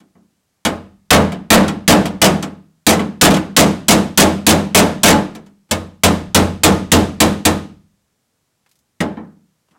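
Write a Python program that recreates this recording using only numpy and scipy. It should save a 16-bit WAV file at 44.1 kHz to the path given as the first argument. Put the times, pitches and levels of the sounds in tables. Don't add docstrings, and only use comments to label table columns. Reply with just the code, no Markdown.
import sys
import numpy as np
from scipy import signal
from scipy.io import wavfile

SR = 44100
rng = np.random.default_rng(int(sys.argv[2]) if len(sys.argv) > 2 else 0)


def log_audio(samples):
    frames = np.atleast_2d(samples).T
    limited = np.clip(frames, -1, 1)
    pcm = np.round(limited * 32767).astype(np.int16)
    wavfile.write(sys.argv[1], SR, pcm)


N = 431298

# (time [s], strength [dB], dolly firmness [0-1])
BLOWS = [(0.65, -13.5, .65), (1.1054, 2, .1), (1.5036, 4.5, .1), (1.878, 1.5, .15), (2.2164, -3, .05),
         (2.8663, -6, .02), (3.2121, -0.5, .15), (3.565, -1, .1), (3.8828, -2, .15), (4.1751, -1, .08),
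         (4.4662, -2, .08), (4.747, 0.5, .1), (5.0328, -1.5, .1), (5.7104, -16, .95), (6.035, -3, .97),
         (6.3463, -3, .95), (6.6343, -1, .9), (6.9176, -2, .95), (7.203, -4, .97), (7.452, -7.5, .97)]
# (time [s], strength [dB], hardness [0 dull bump - 1 clean clink])
KNOCKS = [(0.002, -56, 0.59), (0.153, -54, .1), (0.659, -21, 0.88), (1.3194, -27.5, 0.46),
          (1.6802, -23.5, 0.83), (2.0552, -22.5, 0.73), (2.4254, -25, 0.83), (2.9305, -19, .75),
          (2.9936, -20, 0.41), (3.2489, -4, .7), (3.3052, -19, 0.91), (3.34, -21.5, .9),
          (3.3635, -21.5, 0.52), (5.0814, -2, 0.87), (5.1047, -10.5, 0.95), (5.3498, -36, .7),
          (5.462, -54.5, .85), (5.69, -56, .5), (9.004, -16, .45), (9.17, -31.5, .02), (9.71, -65.5, 0.99)]
# (time [s], level [dB], centre [Hz])
GRIP_TICKS = [(8.662, -47, 994), (8.691, -51, 5560), (8.714, -44, 5290), (8.755, -51, 5720),
              (8.789, -50, 6130), (9.685, -52, 799)]
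# (time [s], treble [dB], low midrange [dB])
SPOT_TONE = [(1.399, -9, -1.5), (2.0, -5, 2.5), (3.9, -1, 4), (4.899, -3.5, 0.5), (7.2, -1, 2)]
# (frequency [Hz], density [dB/Hz], t60 [s])
SHEET_SPECTRUM = [(30, -53, 0.22), (65, -43, 0.53), (127, -32.5, 0.27), (220, -23.5, .42), (380, -36, 0.41),
                  (694.4, -32, 0.24), (1307, -35, 0.15), (3100, -31, 0.11), (4800, -33, 0.096),
                  (7500, -32, 0.096), (11000, -38, 0.062), (16000, -52, 0.1)]
# (frequency [Hz], level [dB], t60 [s])
SHELL_MODES = [(87.4, -10, 0.47), (157.4, -12.5, .6), (183.7, -13, .6), (199.1, -9, 0.59),
               (225.7, -18, .62), (313, -6.5, 0.4), (458, -10, 0.33), (510.7, -10, 0.27), (599, -9.5, 0.35),
               (665, -9, 0.3), (710.4, -13.5, 0.3), (788, -18, 0.21), (854, -11, .33)]
# (frequency [Hz], level [dB], t60 [s])
TAUT_MODES = [(912, -8, 0.25), (1060, -12, .35), (1109, -10, 0.17), (1233, -11, 0.42), (1336, -10, 0.26),
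              (1540, -13, .2), (1780, -14.5, .32), (2250, -16.5, 0.14), (2720, -12, .17), (3170, -16, 0.23),
              (3430, -19.5, 0.36), (3770, -19, 0.29), (3920, -16.5, 0.3), (5500, -23.5, .26)]
# (frequency [Hz], level [dB], t60 [s])
TOOL_MODES = [(2670, -8, 0.069), (3030, -4.5, .11), (3290, -3, 0.081), (4490, -2, 0.069), (5643, -8, 0.14),
              (6640, -8, 0.1), (7430, -4.5, .13), (9680, -9.5, .11)]
# (frequency [Hz], density [dB/Hz], t60 [s])
REVERB_SPECTRUM = [(30, -54, 0.82), (111, -41, 0.6), (224, -38, 0.47), (500, -27.5, 0.34),
                   (970, -37.5, .39), (1960, -45, 0.39), (3600, -49, 0.42), (5070, -53.5, 0.42),
                   (7500, -52.5, 0.36), (11900, -60, 0.33), (16000, -72.5, .2)]
# (frequency [Hz], density [dB/Hz])
FLOOR_SPECTRUM = [(30, -108), (60, -99), (100, -95), (190, -95.5), (350, -102), (1000, -107), (3000, -112),
                  (7000, -111), (11000, -115), (16000, -121)]

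DRUM_DB, SING_DB, REBOUND_DB = (0, 6.5), (-14, -4), (-3.5, -27)
REBOUND_S, BOUNCE_SHRINK, BOUNCE_LOSS_DB = .024, .6, 5
KNOCK_BOOM_DB, KNOCK_TREBLE_DB, KNOCK_RING_DB = (0.5, 1.5, -2), (-55, -11.5, -7), (-50, -15, 6.5)
BOOM_DB_PER_DB = 0.1944

CUTOFF_HZ = 15900
BAND_EDGES_HZ = np.geomspace(25, 18000, 27)
BAND_HZ = np.sqrt(BAND_EDGES_HZ[1:] * BAND_EDGES_HZ[:-1])
MODE_HZ = np.array(SHELL_MODES + TAUT_MODES + TOOL_MODES)[:, 0]
RING_TIME_S = np.arange(int(.7 * SR)) / SR


def hammer(strike, ring_db=-11, rebound_bass_db=-4, bounces=2):
    out = np.zeros(N)
    spot_s, *spot_tone_db = np.transpose(SPOT_TONE)
    delays_s = np.cumsum(REBOUND_S * BOUNCE_SHRINK ** np.arange(bounces))
    for time_s, db, firmness in BLOWS:
        drum_db, sing_db, rebound_db = (between(v, firmness) for v in (DRUM_DB, SING_DB, REBOUND_DB))
        treble_db, boom_db = (np.interp(time_s, spot_s, column) for column in spot_tone_db)
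        add(out, time_s, from_db(db) * strike(drum_db, boom_db, treble_db, ring_db, sing_db))
        for bounce, delay_s in enumerate(delays_s):
            slap = strike(drum_db + rebound_bass_db, boom_db + rebound_bass_db,
                          treble_db, ring_db, sing_db)
            add(out, time_s + delay_s, from_db(db + rebound_db - BOUNCE_LOSS_DB * bounce) * slap)
    return out


def panel(noise, bloom_s=0.006, room_rise_s=0.018, correlation=.55, scatter_db=2.0, spot_count=8):
    sheet_rise_s = bloom_s / (1 + BAND_HZ / 400)
    sheet_envelopes = swell_and_die(*at_bands(SHEET_SPECTRUM), sheet_rise_s)
    room_envelopes = swell_and_die(*at_bands(REVERB_SPECTRUM), room_rise_s)
    common = correlation * dense_ring(noise, sheet_envelopes, .5)
    spots = []
    for _ in range(spot_count):
        local = (1 - correlation ** 2) ** .5 * dense_ring(noise, sheet_envelopes, rng.random())
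        reverb = dense_ring(noise, room_envelopes, rng.random())
        modes = np.vstack([mode_ring(SHELL_MODES, bloom_s, detune=.015),
                           mode_ring(TAUT_MODES, 1 / SR, detune=.006),
                           mode_ring(TOOL_MODES, 1 / SR, detune=.003)])
        spots.append((common + local, reverb, modes))

    def strike(drum_db, boom_db, treble_db, ring_db, sing_db):
        crash, reverb, modes = spots[rng.integers(spot_count)]
        band_gain = np.float32(tone_gain(BAND_HZ, drum_db, boom_db, treble_db))
        mode_db = np.repeat([0, sing_db, ring_db], [len(SHELL_MODES), len(TAUT_MODES), len(TOOL_MODES)])
        mode_db = mode_db + rng.normal(0, scatter_db, len(MODE_HZ))
        mode_gain = np.float32(tone_gain(MODE_HZ, drum_db, boom_db, treble_db) * from_db(mode_db))
        return close_echoes(band_gain @ crash) + mode_gain @ modes + band_gain @ reverb
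    return strike


def dense_ring(noise, envelopes, position):
    first = int(position * (N - len(RING_TIME_S)))
    return envelopes * noise[:, first:first + len(RING_TIME_S)]


def mode_ring(modes, rise_s, detune):
    hz, db, t60_s = np.transpose(modes)
    shift, phase_cycles = rng.standard_normal((2, len(hz), 1))
    detuned_hz = hz[:, None] * (1 + detune * shift)
    angle_rad = 2 * np.pi * (detuned_hz * RING_TIME_S + phase_cycles)
    return swell_and_die(db, t60_s, rise_s) * np.sin(np.float32(angle_rad))


def swell_and_die(db, t60_s, rise_s):
    t = np.float32(RING_TIME_S)
    columns = (from_db(db), np.log(1000) / t60_s, rise_s)
    gain, decay_per_s, attack_s = (np.float32(np.reshape(v, (-1, 1))) for v in columns)
    return gain * (1 - np.exp(-t / attack_s)) * np.exp(-t * decay_per_s)


def tone_gain(hz, drum_db, boom_db, treble_db):
    anchors_hz = [100, 160, 280, 500, 1600, 6000]
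    anchors_db = [drum_db, boom_db, boom_db, 0, 0, treble_db]
    return from_db(np.interp(np.log(hz), np.log(anchors_hz), anchors_db))


def close_echoes(crash, gain_db=-7, above_hz=450):
    highpass = signal.butter(2, above_hz, "high", fs=SR, output="sos")
    reflection = from_db(gain_db) * signal.sosfilt(highpass, crash)
    out = crash.copy()
    for lag in rng.integers(SR // 1000, SR // 180, size=3):
        out[lag:] += reflection[:-lag]
    return out


def clatter(strike, drum_offset_db=-7, sing_db=-10):
    out = np.zeros(N)
    for time_s, db, hardness in KNOCKS:
        boom_db = between(KNOCK_BOOM_DB, hardness) - BOOM_DB_PER_DB * db
        treble_db = between(KNOCK_TREBLE_DB, hardness)
        ring_db = between(KNOCK_RING_DB, hardness)
        knock = strike(boom_db + drum_offset_db, boom_db, treble_db, ring_db, sing_db)
        add(out, time_s, from_db(db) * knock)
    return out


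def grip_ticks(t60_s=0.082, trim_db=-1):
    out = np.zeros(N)
    decay = np.exp(-np.log(1000) * RING_TIME_S / t60_s)
    for time_s, db, hz in GRIP_TICKS:
        bandpass = signal.butter(1, [hz / 2, min(hz * 2, CUTOFF_HZ)], "band", fs=SR, output="sos")
        tick = signal.sosfilt(bandpass, rng.standard_normal(len(decay)) * decay)
        add(out, time_s, from_db(db + trim_db) * tick / np.abs(tick).max())
    return out


def sleeve_scuff(start_s=9.70, level_db=-60, band_hz=(620, 1400), slips_per_s=900, rise_s=0.057):
    slips = (rng.random(N) < slips_per_s / SR) * rng.standard_normal(N)
    bandpass = signal.butter(2, band_hz, "band", fs=SR, output="sos")
    scrape = signal.sosfilt(bandpass, slips + 1e-18)
    pressure = np.clip((np.arange(N) / SR - start_s) / rise_s, 0, 1)
    return from_db(level_db) * pressure * scrape / scrape.std()


def room_tone(noise):
    return from_db(at_bands(FLOOR_SPECTRUM)[0]) @ noise


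def band_noise():
    white = rng.standard_normal((2, N)) * np.sqrt(SR / 2)
    rows = []
    for k in range(len(BAND_HZ)):
        bandpass = signal.butter(2, BAND_EDGES_HZ[k:k + 2], "band", fs=SR, output="sos")
        rows.append(signal.sosfilt(bandpass, white[k % 2]))
    return np.array(rows, dtype=np.float32)


def at_bands(spectrum):
    hz, *columns = np.transpose(spectrum)
    return [np.interp(np.log(BAND_HZ), np.log(hz), column) for column in columns]


def between(steps, share):
    return np.interp(share, np.linspace(0, 1, len(steps)), steps)


def from_db(db):
    return 10 ** (np.asarray(db) / 20)


def add(track, time_s, sound):
    start = max(0, round(time_s * SR))
    track[start:start + len(sound)] += sound[:N - start]


def scene():
    noise = band_noise()
    strike = panel(noise)
    return (hammer(strike) + clatter(strike) + grip_ticks() + sleeve_scuff() + room_tone(noise))[None]


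def record(dry, clip_level=0.54, coupling_hz=9):
    clipped = np.clip(dry, -clip_level, clip_level)
    highpass = signal.butter(1, coupling_hz, "high", fs=SR, output="sos")
    lowpass = signal.ellip(10, .1, 80, CUTOFF_HZ, fs=SR, output="sos")
    return signal.sosfilt(lowpass, signal.sosfilt(highpass, clipped))


dry = scene()
out = record(dry)
log_audio(out)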